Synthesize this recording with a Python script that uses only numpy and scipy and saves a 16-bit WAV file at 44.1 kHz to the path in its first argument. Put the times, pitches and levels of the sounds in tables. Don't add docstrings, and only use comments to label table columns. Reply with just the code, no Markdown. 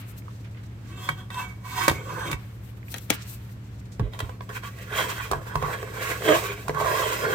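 import sys
import numpy as np
from scipy import signal
from scipy.fft import rfft, irfft, next_fast_len
from scipy.io import wavfile
from scipy.ndimage import uniform_filter1d

SR = 44100
rng = np.random.default_rng(int(sys.argv[2]) if len(sys.argv) > 2 else 0)


def inscribe(sig):
    pcm = np.round(np.clip(np.atleast_2d(sig).T, -1, 1) * 32767)
    wavfile.write(sys.argv[1], SR, pcm.astype(np.int16))


N = 323694
T = np.arange(N) / SR
EARS = np.array([[.5], [-.5]])


def amp(db):
    return 10 ** (np.asarray(db) / 20)


def unit(x):
    return x / np.sqrt(np.mean(x ** 2))


def peak(x, db):
    return x * amp(db) / np.abs(x.mean(axis=0)).max() / np.sqrt(2)


def along(table, hz):
    table_hz, values = np.array(table).T
    return np.interp(np.log(hz + 1), np.log(table_hz + 1), values)


def colour(x, table, share=0.97):
    n = x.shape[-1]
    hz = np.arange(n // 2 + 1) * SR / n
    return irfft(rfft(x) * amp(share * along(table, hz)), n)


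def band(x, lo_hz, hi_hz):
    return signal.sosfilt(signal.butter(2, [lo_hz, hi_hz], "band", fs=SR, output="sos"), x)


def walk(rate, size=N):
    step = (np.arange(size) * rate / SR).astype(int)
    held = rng.standard_normal(size // 100)[step]
    return 1.187 * uniform_filter1d(held, int(SR / rate))


def ring(x, modes, gains_db, widen=0.76, alike_hz=970.0, blur_hz=0.):
    out = 0
    for (hz, width, db), gain_db in zip(modes, gains_db):
        pole = np.exp((2j * hz - width * widen) * np.pi / SR)
        z = signal.lfilter([1 - abs(pole)], [1, -pole], x) * amp(db + gain_db)
        drift = np.cumsum(rng.standard_normal(len(x)) * np.sqrt(2 * np.pi * np.abs(blur_hz) / SR))
        spread = np.pi * min(hz / alike_hz, 1)
        shift = EARS * spread * rng.choice([-1, 1]) * rng.uniform(0.15, 0.77)
        out = out + (z * np.exp(1j * uniform_filter1d(drift, size=64)) * np.exp(1j * shift)).imag
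    return out


def favour(modes, hz, db, octaves):
    return [db * np.exp(-(np.log2(m[0] / hz) / octaves) ** 2) for m in modes]


def burst(t60, lo_hz, hi_hz, size=9000):
    t = T[:size]
    onset = 1 - np.exp(-t / 0.00084)
    decay = np.exp(-np.log(1000) * t / t60)
    return band(rng.standard_normal((2, size)) * onset * decay, lo_hz, hi_hz)


def add(out, s, x):
    i = int(s * SR)
    out[:, i:i + x.shape[1]] += x[:, :N - i]


EDGE_DB, EDGE_SHAPE = -20.5, 1.01


def swells(rows, t):
    s, rise, hold, fall = (rows[:, k, None] for k in range(4))
    before = np.maximum((s - t) / np.maximum(rise, .003), 0)
    after = np.maximum((t - s - hold) / np.maximum(fall, .003), 0)
    return EDGE_DB * np.minimum(before + after, 8) ** EDGE_SHAPE


def total(swell_db, level_db):
    return np.sqrt(amp(2 * (swell_db + level_db[:, None])).sum(axis=0))


# f/Hz, relative density level/dB
HUSH = [(30, -13), (45, -6.5), (65, 5), (110, -6), (150, -13), (200, -6), (300, -11.5), (750, -26),
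        (1700, -30), (5000, -42.5), (9000, -46), (10000, -53.5), (13000, -44), (16000, -54)]
HUSH_DB = -45


def hush():
    mid, side = colour(rng.standard_normal((2, N)), HUSH)
    side = colour(side, [(60, -23), (130, -7.5), (290, -12.5), (640, -1.0), (1400, 1.0)])
    return amp(HUSH_DB) * unit(mid + 2 * EARS * side)


SHAFT_HZ = 12.405
# multiple of the shaft rate, mean rms level/dB
DRONE = [(4, -74), (5, -57), (7, -58), (8, -48.5), (9, -41), (10, -48), (11, -59.5), (12, -58.5), (13, -85),
         (15, -52)]


def drone():
    out = 0
    for multiple, db in DRONE:
        level = amp(db + 0.63 * walk(3.19)) * np.sqrt(2)
        turns = multiple * SHAFT_HZ * T + rng.random() + 0.013 * walk(2.53)
        out = out + level * np.sin(2 * np.pi * turns)
    return out


# f/Hz, relative density level/dB
HISS = [(880, -43), (1500, -4), (1790, -5.5), (1980, 2), (2410, -8), (2610, 3), (2940, -7.5), (4080, -6.5),
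        (4640, -9), (8000, -7.5), (10100, -14), (14300, -6.5), (16000, -17)]


def hiss(surge_db, size=N):
    noise = colour(rng.standard_normal((2, next_fast_len(size))), HISS)
    return unit(noise)[:, :size] * amp(surge_db * walk(39.86, size=size))


# t/s at full level, rise/s, hold/s, fall/s, level/dB;
# dull part and thin top, level/dB re the rustle; left minus right, level/dB
RUSTLE = [(0.0, 0.023, 0.0089, 0.19, -57, 12.5, 8, 0), (0.1, 0.098, 0.021, 0.018, -64, -2, 12, 9),
          (0.182, 0.019, 0.0044, 0.023, -45.5, -10, 5.5, 4), (0.25, 0.06, .15, .1, -61, -5, -5, 0),
          (0.448, 0.0095, 0.00042, 0.047, -57, 5, -13, -3), (0.59, 0.26, .01, .03, -63, 3, -7, -3),
          (0.636, 0.0094, .002, 0.023, -59.5, 11, -5, -2), (0.88, 0.57, .03, .05, -60.5, 1.5, -8, -4),
          (2.4, .05, 0.024, 0.51, -64, 7, 5, 1), (2.588, .03, .002, 0.019, -63, 1, -9, 1),
          (2.695, 0.12, 0.0057, 0.032, -69.5, 6, 10.5, 12), (2.773, 0.014, .002, 0.035, -68, 13, 6.5, -6),
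          (2.925, 0.083, 0.043, 0.18, -48.5, -6, 5, 5), (3.129, 0.033, 0.0061, 0.052, -44.5, 11, 6, 0),
          (3.17, .04, 0.023, 0.32, -51.5, 6.5, -12, -1.5), (3.335, 0.1, 0.0042, 0.052, -51.5, -11, 9.5, 5),
          (3.5, 0.42, .005, 0.065, -58.5, -6, 4.5, 3), (3.725, 0.34, .005, .15, -60, -1, -7, 2),
          (3.857, .008, .002, 0.024, -57, 2, -17, 1), (3.921, .008, .002, 0.056, -52, -8, -19, -2)]


def rustle():
    rows, slow = np.array(RUSTLE), T[::32]
    db, dull_db, thin_db, pan_db = rows[:, 4:].T
    swell = swells(rows, slow)

    def gain(part_db):
        return np.array([np.interp(T, slow, total(swell, db + part_db + ear * pan_db)) for ear in EARS])

    fine = hiss(4.6)
    dull = unit(band(rng.standard_normal((2, N)), 900, 3000)) * amp(2.5 * walk(40))
    thin = unit(band(fine, 7760, 15700))
    return gain(0) * unit(band(fine, 3660, 9900)) + gain(dull_db) * dull + gain(thin_db) * thin


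# t/s, level/dB as in peak(), f/Hz, left minus right level/dB
TICKS = [(0.219, -43, 1920, -7), (0.2802, -36, 1060, -7), (0.546, -45, 1990, -6), (0.571, -44.5, 2150, -5),
         (0.8589, -45.5, 1850, -11), (2.828, -40.5, 1900, -1), (2.8818, -35.5, 1920, -3),
         (3.492, -44, 1760, -11), (3.8127, -51, 1730, -7)]


def ticks():
    out = np.zeros((2, N))
    for s, db, hz, pan_db in TICKS:
        add(out, s, amp(EARS * pan_db) * peak(burst(0.017, hz * 0.89, hz * 1.31), db))
    return out


BOOM_FOLLOWS, UPPER_FOLLOWS, HISS_FOLLOWS = 0.8, 1, 0.73


def grit(spread_db, surge_db, size):
    uneven_db = spread_db * np.minimum(rng.exponential(size=size), 4.0)
    return rng.standard_normal(size) * amp(uneven_db + surge_db * walk(70, size=size))


def driven(slips, modes, gains_db, roam_db, blur_hz):
    gains_db = [g + roam_db * walk(14, size=len(slips)) for g in gains_db]
    power = sum(m[1] * amp(2 * (m[2] + g)) for m, g in zip(modes, gains_db))
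    rings = ring(slips, modes, gains_db, blur_hz=blur_hz)
    rings = band(rings, 0.91 * modes[0][0], 1.47 * modes[-1][0])
    return unit(rings / np.sqrt(power))


def friction(table, blur, low, modes, grit_db, surge_db, roam_db, focus_db, octaves, thrum_db, treble_db):
    rows = np.array(table)
    span = slice(int((rows[0, 0] - .2) * SR), int((rows[-1, 0] + .3) * SR))
    press = swells(rows, T[span])
    db, boom_db, second_db, upper_db, hiss_db = rows[:, 4:9].T
    weight = amp(2 * (press + db[:, None]))
    boom_hz, ring_hz, upper_hz = rows[:, 9:].T @ weight / weight.sum(axis=0)
    size = press.shape[1]
    blur_hz = np.interp(T[span], *np.array(blur).T)
    slips = grit(grit_db, surge_db, size=size)
    edges_hz = [(0, 1300), (1300, 1800), (1800, 4100), (4100, 10000)]
    mid, second, upper, high = ([m for m in modes if a < m[0] < b] for a, b in edges_hz)
    boom = driven(slips, low, favour(low, boom_hz, focus_db, 1.4 * octaves), roam_db, 0.3 * blur_hz)
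    main = driven(slips, mid, favour(mid, ring_hz, focus_db, 0.52 * octaves), roam_db, blur_hz)
    over = driven(slips, second, [0] * len(second), roam_db, blur_hz)
    top = driven(slips, upper, favour(upper, upper_hz, focus_db, octaves), roam_db, 1.55 * blur_hz)
    treble = driven(slips, high, [0] * len(high), 3.4 * roam_db, 1.3 * blur_hz)
    thrum = unit(band(slips, 138.3, 158))
    low_part = boom + amp(thrum_db) * thrum
    hiss_part = hiss(2.13, size=size) + amp(treble_db) * treble
    out = np.zeros((2, N))
    out[:, span] = (total(press, db) * main
                    + total(UPPER_FOLLOWS * press, db + second_db) * over
                    + total(UPPER_FOLLOWS * press, db + upper_db) * top
                    + total(BOOM_FOLLOWS * press, db + boom_db) * low_part
                    + total(HISS_FOLLOWS * press, db + hiss_db) * hiss_part)
    return out


# t/s at full pressure, rise/s, hold/s, fall/s, ring level/dB;
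# low boom, second ring, upper modes, hiss, level/dB re ring; favoured boom, ring, upper mode, f/Hz
RUB = [(0.93, 0.058, 0.073, 0.054, -51, 0.5, -7, -0.5, -12, 276, 1125, 2700),
       (1.045, 0.13, 0.056, 0.023, -43, -7, -8, -3.5, -2.5, 274, 1150, 3260),
       (1.11, 0.023, 0.0084, 0.041, -45.5, -5, -14, 6.5, -6, 240, 970, 3200),
       (1.189, 0.068, 0.0045, 0.082, -46, -11, -3.5, -3, -9.5, 292, 1160, 3150),
       (1.31, 0.011, 0.028, .03, -47, -20, 0, 1, -6, 260, 990, 2670),
       (1.365, 0.045, 0.052, 0.065, -34, -18.5, -8.5, -7, -11, 308, 1000, 2600),
       (1.43, .03, 0.031, 0.18, -47.5, -14, -6, -3, -8, 322, 1050, 2230),
       (1.655, 0.023, 0.063, 0.055, -42, -22, -13, -5.5, -8, 363, 1017, 2160),
       (1.72, 0.062, 0.03, 0.039, -40, -16, -8, -8, -7, 366, 1014, 2630),
       (1.78, 0.039, 0.021, 0.068, -28, -17, -8.5, -3, -7, 413, 980, 1920),
       (1.82, 0.05, 0.011, 0.15, -29, -16, -6.5, -4, -5.5, 424, 1100, 2140),
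       (1.93, 0.038, 0.078, 0.19, -48.5, 4, -4, -1, -11, 420, 1010, 2330),
       (2.067, 0.16, 0.059, 0.19, -44.5, -8, -20, -8.5, -9, 537, 1140, 2510),
       (2.13, 0.08, 0.04, 0.1, -38.5, -6, -4.5, -12, -11, 490, 935, 2260),
       (2.2, 0.074, 0.045, 0.076, -37, -10, -4, -6, -9, 480, 930, 2110),
       (2.27, 0.048, 0.062, 0.043, -38, 0, -7, -2, -5, 275, 925, 2140)]
# t/s, f/Hz
RIM_BLUR = [(.9, 6), (1.25, 5.5), (1.35, 2), (1.6, 2.2), (1.88, 7.9), (1.95, 54), (2.4, 51)]
# f/Hz, width/Hz before the damping factor, level/dB
WALL_MODES = [(280.7, 24, -8), (328, 28, -6), (390, 13, -5), (475, 40, -8.5), (554, 61, -10.5)]
RIM_MODES = [(745.4, 7.6, 1), (927, 28, -11), (962, 23, -4.5), (999, 20, -1), (1090, 59, -3), (1128, 13, 0),
             (1233, 30, -7.5), (1487, 16, -8), (1539, 106, -4.5), (1680, 68, -14), (1910, 53, -3),
             (2110, 25, -14), (2248, 16, 3), (2647, 15, -1), (3000, 40, -10), (3217, 29, 0),
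             (3430, 28, -8.5), (3624, 60, -4), (3700, 51, -13), (4000, 25, -13), (4240, 66, -6),
             (4370, 41, -13), (4800, 49, -16), (5150, 27, -1), (5600, 30, -18), (6100, 33, -3),
             (6400, 85, -4), (6800, 40, -5), (7420, 60, -9), (8000, 60, -8), (8500, 100, -8),
             (9300, 50, -8)]


def rub():
    return friction(RUB, RIM_BLUR, WALL_MODES, RIM_MODES, grit_db=1.5, surge_db=1.65, roam_db=1.36,
                    focus_db=9.2, octaves=0.079, thrum_db=-4, treble_db=-6.0)


# t/s at full level, rise/s, hold/s, fall/s, rms level/dB, f/Hz
SQUEAKS = [(0.95, .04, .06, .06, -60, 2653), (1.05, .05, 0.033, .05, -48, 3400),
           (1.2, .03, .015, .04, -56, 3400), (1.37, .03, .03, .05, -49, 2644),
           (1.375, .03, 0.018, 0.042, -37, 985), (1.43, .025, 0.035, .11, -44, 2263),
           (1.772, .03, 0.022, .05, -42, 1918), (1.79, 0.043, 0.046, .03, -46, 5125),
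           (1.798, .05, 0.033, .04, -35, 992), (4.645, .015, 0.033, .03, -42.5, 1142),
           (5.227, .02, .012, .04, -38, 2430), (5.65, .04, .03, .04, -36.5, 1170),
           (6.49, .04, 0.029, 0.035, -40, 2400), (6.795, .03, .04, .06, -36, 1090),
           (6.86, 0.051, 0.048, .08, -36.5, 1008)]


def squeaks(waver=0.29, flutter_db=1.5):
    out = np.zeros((2, N))
    t = T[:22050]
    for row in SQUEAKS:
        start, db, hz = row[0] - .15, row[4], row[5]
        wander = waver * np.pi * walk(44.5, size=len(t))
        phase = 2 * np.pi * hz * t + wander + EARS * rng.uniform(-2.5, 2)
        level_db = swells(np.array([row]), start + t) + db + flutter_db * walk(55, size=len(t))
        add(out, start, np.sqrt(2) * amp(level_db) * np.sin(phase))
    return out


# t/s, ring level/dB and crack level/dB as in peak(), brightness/dB per octave
KNOCKS = [(1.089, -9.5, -25, -3.5), (1.303, -26.5, -40, -2), (1.343, -30, -34, 7), (1.88, 0, -6.5, -7),
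          (1.887, -7.5, -29, -10), (1.896, -14, -18, -2), (1.913, -12, -27, -16.5), (2.314, -22, -19.5, -1),
          (2.329, -18, -28, -5.5), (3.995, -18, -40, -19), (4.001, -26, -49, -8), (4.134, -34, -50, 9),
          (4.19, -24, -26.5, 2.5), (4.202, -16, -27, -2), (4.293, -27.5, -47, -7), (4.407, -24, -54, -4),
          (4.491, -28.5, -42, -2), (4.634, -28.5, -41, -4), (4.786, -35, -39, -0.6), (5.18, -25, -46, -2),
          (5.207, -29, -44, -2), (5.313, -12, -21.5, -12), (5.322, -14, -42, -7),
          (5.332, -10.5, -33, -10.5), (5.467, -33, -49, -10), (5.555, -9.5, -30, -4),
          (5.624, -14, -33, -15), (5.828, -20.5, -45, -10), (6.221, -21.5, -40, -19),
          (6.681, -16.5, -27.5, -0.5), (6.694, -11, -46, -9.5), (6.746, -23, -36, -3)]
KNOCK_T60_S, CONTACT_S = 0.034, 0.00089


def knocks():
    out, t = np.zeros((2, N)), T[:9000]
    for s, db, crack_db, tilt_db in KNOCKS:
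        bare = s < 3
        pot_modes = RIM_MODES + WALL_MODES if bare else WET_MODES + BOOM_MODES
        modes = [m for m in pot_modes if m[0] < 4100]
        push = rng.standard_normal(len(t)) * np.exp(-t / (0.0009 if bare else 0.0035))
        gains_db = tilt_db * np.log2(np.array(modes)[:, 0] / 1000) + 3.0 * rng.standard_normal(len(modes))
        body = band(ring(push, modes, gains_db, widen=0.77), 756, 7300)
        choke = np.exp(-np.log(1000) * t / KNOCK_T60_S) + 0.14
        body *= choke * (1 - np.exp(-t / CONTACT_S))
        add(out, s, peak(body, db) + peak(burst(0.036, 1900, 13800), crack_db))
    return out


# t/s, level/dB as in peak(), favoured mode f/Hz
THUDS = [(1.099, -25, 149.3), (1.885, -24, 145), (1.898, -20.5, 83.5), (2.314, -27, 146),
         (2.332, -24.5, 74), (3.994, -15.5, 206), (4.0, -12.5, 121), (4.02, -14, 55.2),
         (4.225, -19.5, 91.3), (5.314, -20.5, 81), (5.361, -23, 138.7), (5.555, -16, 138.5),
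         (5.627, -19, 150.5), (6.29, -24, 143), (6.685, -21.5, 149.3), (6.739, -24, 149.3)]
# f/Hz, width/Hz before the damping factor, level/dB
HOB_MODES = [(51.9, 13, 2.9), (73, 24, 1), (86.7, 10, 1), (121.2, 18, 11), (145, 10.3, 1), (199, 41, 2.85),
             (282, 40, 11)]
THUD_DAMPING = 1.17


def thuds():
    out, t = np.zeros((2, N)), T[:9000]
    shove = np.exp(-((t - .002) / 0.0015) ** 2)
    for s, db, hz in THUDS:
        gains_db = favour(HOB_MODES, hz, 28.0, 0.081)
        thud = ring(shove, HOB_MODES, gains_db, widen=THUD_DAMPING, alike_hz=9000.)
        swung = thud * (1 - np.exp(-t / 0.0058))
        add(out, s, peak(band(swung, 44, 760), db))
    return out


# t/s, body level/dB and crack level/dB as in peak(), left minus right level/dB
LID = [(2.941, -20, -21.5, 5), (2.96, -30, -35, -4), (2.982, -38, -27, 2), (3.098, -24, -30, 10),
       (3.102, -6, -6, 5.5)]
# f/Hz, width/Hz before the damping factor, level/dB
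LID_MODES = [(299, 60, 4.5), (567, 100, 0.5), (786, 340, -2), (1430, 400, -2.5), (1850, 310, -3),
             (2360, 710, -3), (3260, 220, -3.5), (3860, 360, -5)]
# f/Hz, relative density level/dB
SNAP = [(1470, -40), (2500, -9), (2850, -6), (3280, 1.5), (4270, -20), (6300, -4.5), (7420, -10),
        (11900, -10.5), (16000, -14)]


def lid():
    out, t = np.zeros((2, N)), T[:9000]
    for s, db, crack_db, pan_db in LID:
        body = ring(burst(0.029, 230, 9800)[0], LID_MODES, np.zeros(len(LID_MODES)))
        noise = colour(rng.standard_normal((2, 9000)), SNAP)
        crack = band(noise * np.exp(-t / 0.0031) * (1 - np.exp(-t / 0.00043)), 3100, 15000)
        add(out, s, amp(EARS * pan_db) * (peak(body, db) + peak(crack, crack_db)))
    return out


# t/s at full pressure, rise/s, hold/s, fall/s, ring level/dB;
# low boom, second ring, upper modes, hiss, level/dB re ring; favoured boom, ring, upper mode, f/Hz
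SCRAPE = [(4.01, 0.015, 0.05, 0.087, -57.5, 10.5, -3, 1.5, -17, 347, 1030, 2080),
          (4.138, 0.021, 0.0045, 0.058, -46.5, 1, -9, -0.5, -4, 373, 950, 2300),
          (4.215, 0.049, 0.0082, 0.13, -42.5, -3.5, -9, -6, -7.5, 380, 1030, 2250),
          (4.31, 0.048, .01, 0.056, -53, -15, -12, -8, -7, 300, 1050, 2250),
          (4.42, 0.013, 0.012, 0.062, -64, 3, -8, -4, 10.5, 397, 1020, 2280),
          (4.497, 0.011, 0.0044, 0.061, -42, -2, -0.5, -7, -7, 450, 1050, 2030),
          (4.565, 0.052, .005, 0.033, -41, -6.5, 2, 2, 0, 430, 1200, 2470),
          (4.64, 0.027, 0.012, 0.075, -40, -10, -5, -2.5, -3.5, 394, 1150, 2240),
          (4.8, 0.13, 0.027, 0.096, -55, 6, 0, 6.5, 4, 458, 1170, 2560),
          (4.93, 0.072, 0.025, 0.093, -40.5, 1.5, 6.5, 0, -6, 486, 1100, 2400),
          (4.975, 0.058, 0.027, 0.11, -31, -1, 0.5, 3, -2, 594, 1090, 2180),
          (5.1, 0.13, 0.0049, 0.081, -34, -8.5, -4, -3, -2, 390, 1016, 2270),
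          (5.185, 0.076, 0.025, 0.053, -40.5, -11, 3.5, 1, -5, 390, 1060, 2020),
          (5.232, 0.048, 0.0086, 0.13, -42.5, -7, -2, 1, 0, 390, 1070, 2530),
          (5.34, 0.053, 0.0074, 0.044, -36.5, 1, -3, -30, -11, 594, 1040, 2120),
          (5.388, 0.041, 0.0046, 0.056, -40.5, 3, -12, -23, -17, 490, 1100, 2170),
          (5.475, 0.064, 0.049, 0.071, -44, -7, 0.5, -9, -8, 380, 1010, 2180),
          (5.575, 0.06, 0.0048, 0.033, -36.5, -0.5, -16, -15, -10, 360, 1220, 2030),
          (5.63, 0.058, 0.087, 0.04, -32, -4.5, -6.5, -11, -13, 475, 1160, 2100),
          (5.732, 0.02, 0.012, 0.033, -36, 0, 1.5, -3.5, -6, 480, 1000, 2320),
          (5.84, 0.64, 0.043, 0.093, -47, 2.5, -2, -1, 0, 460, 1180, 2140),
          (5.94, 0.04, 0.033, 0.068, -42, -1, -1.5, -10, -3, 487, 970, 2273),
          (6.03, 0.1, 0.095, 0.085, -36.5, 0.5, 2, 0.5, 1, 402, 1136, 2210),
          (6.29, 0.079, 0.021, 0.09, -31, 5, 3, 5, 0.5, 482, 1210, 2045),
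          (6.35, 0.072, 0.0054, 0.087, -24.5, -2, -7.5, -3.5, -5, 630, 1170, 2280),
          (6.44, 0.018, 0.029, 0.08, -36.5, -4, -5, -1.5, -3.5, 378, 1130, 2160),
          (6.5, 0.11, 0.0068, 0.17, -42, 0.5, 3, 3, -2, 364, 1100, 2400),
          (6.705, 0.095, 0.0026, 0.022, -41, 4.5, -14, -18, -3.5, 610, 1030, 2140),
          (6.75, 0.02, 0.046, 0.077, -31, -11, -6, -17, -15, 397, 1056, 2140),
          (6.81, 0.057, 0.056, 0.17, -26, -1.5, -14, -13, -13, 574, 1040, 2270),
          (6.89, 0.1, .12, 0.29, -28.5, -3, -6, -6.5, -6.5, 507, 1030, 2570),
          (7.087, 0.15, 0.043, 0.19, -33.5, -2.5, -2, -3.5, -1, 464, 1030, 2550),
          (7.245, 0.083, .005, 0.12, -32.5, 7, 2.5, -4.5, -4.5, 499, 1201, 2188),
          (7.325, 0.11, 0.038, 0.064, -30.5, 5, -1.5, -4, -6, 397, 1170, 2038)]
# t/s, f/Hz
WET_BLUR = [(4.0, 11), (4.75, 15.4), (4.9, 48), (5.5, 34.3), (6.1, 50), (6.65, 41.5), (6.78, 7.2),
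            (7.3, 8.3)]
# f/Hz, width/Hz before the damping factor, level/dB
BOOM_MODES = [(304, 26, -21), (395, 40, -4.5), (441, 20, -1), (458, 86, 1.5), (577, 7.5, -12),
              (639, 123, -2.5)]
WET_MODES = [(776, 154, -6), (995, 17, -5.5), (1008.5, 54, 7), (1106, 60, 5.5), (1165, 17, 1),
             (1445, 140, -2.5), (1608, 75, -3), (1645, 26, -9), (1718, 48, -4), (1950, 77, -5),
             (2136, 55, -10.5), (2335, 87, -11.5), (2438, 50, -12), (2658, 58, -8.5), (2960, 120, -16.5),
             (3218, 91, -7.5), (3500, 80, -14), (3750, 90, -15), (3930, 40, -14), (4394, 40, -5),
             (5044, 31, -6.5), (5800, 79, -15.5), (6680, 62, -4), (7160, 76, -26), (7960, 140, -11.5),
             (8920, 120, -14.5)]


def scrape():
    return friction(SCRAPE, WET_BLUR, BOOM_MODES, WET_MODES, grit_db=2.65, surge_db=1.26, roam_db=3.0,
                    focus_db=9.0, octaves=0.091, thrum_db=-15.5, treble_db=-12.5)


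# t/s, mean slip rate f/Hz, level/dB
CHATTER = [(6.23, 344, -47), (6.243, 349, -42), (6.29, 317.2, -18), (6.364, 320.4, -23),
           (6.392, 335.3, -49), (6.41, 334.3, -60)]


def chatter(jitter=0.0626, scatter_db=7.0):
    s, hz, db = np.array(CHATTER).T
    rate_hz = np.interp(T, s, hz) * (1 + jitter * walk(150))
    pulses = np.diff(np.floor(np.cumsum(rate_hz) / SR), prepend=0)
    slips = pulses * amp(scatter_db * walk(200))
    modes = [(328, 24, 5.0), (606, 68, 7.5), (1140, 210, -2.5)]
    gain = amp(np.interp(T, s, db, left=-120, right=-120))
    return gain * unit(band(ring(slips, modes, [0] * 3), 210, 2500))


# f/Hz, left minus right level/dB
SHADOW = [(60, -8), (110, -0.5), (200, 1), (380, -0.5), (700, -2.5), (1290, -7.5), (2380, -5), (4400, 3),
          (8120, -2.5), (15000, 3.5)]
ROOM_T60_S, ROOM_DB = 0.13, -12.5


def scene():
    pot = rub() + scrape() + squeaks() + chatter() + knocks() + thuds()
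    pot = np.array([colour(pot[0], SHADOW, .5), colour(pot[1], SHADOW, -.5)])
    near = pot + rustle() + ticks() + lid()
    echo = unit(burst(ROOM_T60_S, 160, 6500, size=20000)) / np.sqrt(20000)
    late = np.pad(echo, ((0, 0), (200, 0)))
    room = signal.fftconvolve(near.mean(axis=0)[None], late, axes=1)[:, :N]
    return near + amp(ROOM_DB) * room + drone() + hush()


TOP_HZ = 16000


def record(dry):
    rounded = np.tanh(dry)
    lean = signal.sosfilt(signal.butter(5, 38, "high", fs=SR, output="sos"), rounded)
    return signal.sosfilt(signal.ellip(10, .5, 65, TOP_HZ, fs=SR, output="sos"), lean)


dry = scene()
out = record(dry)
inscribe(out)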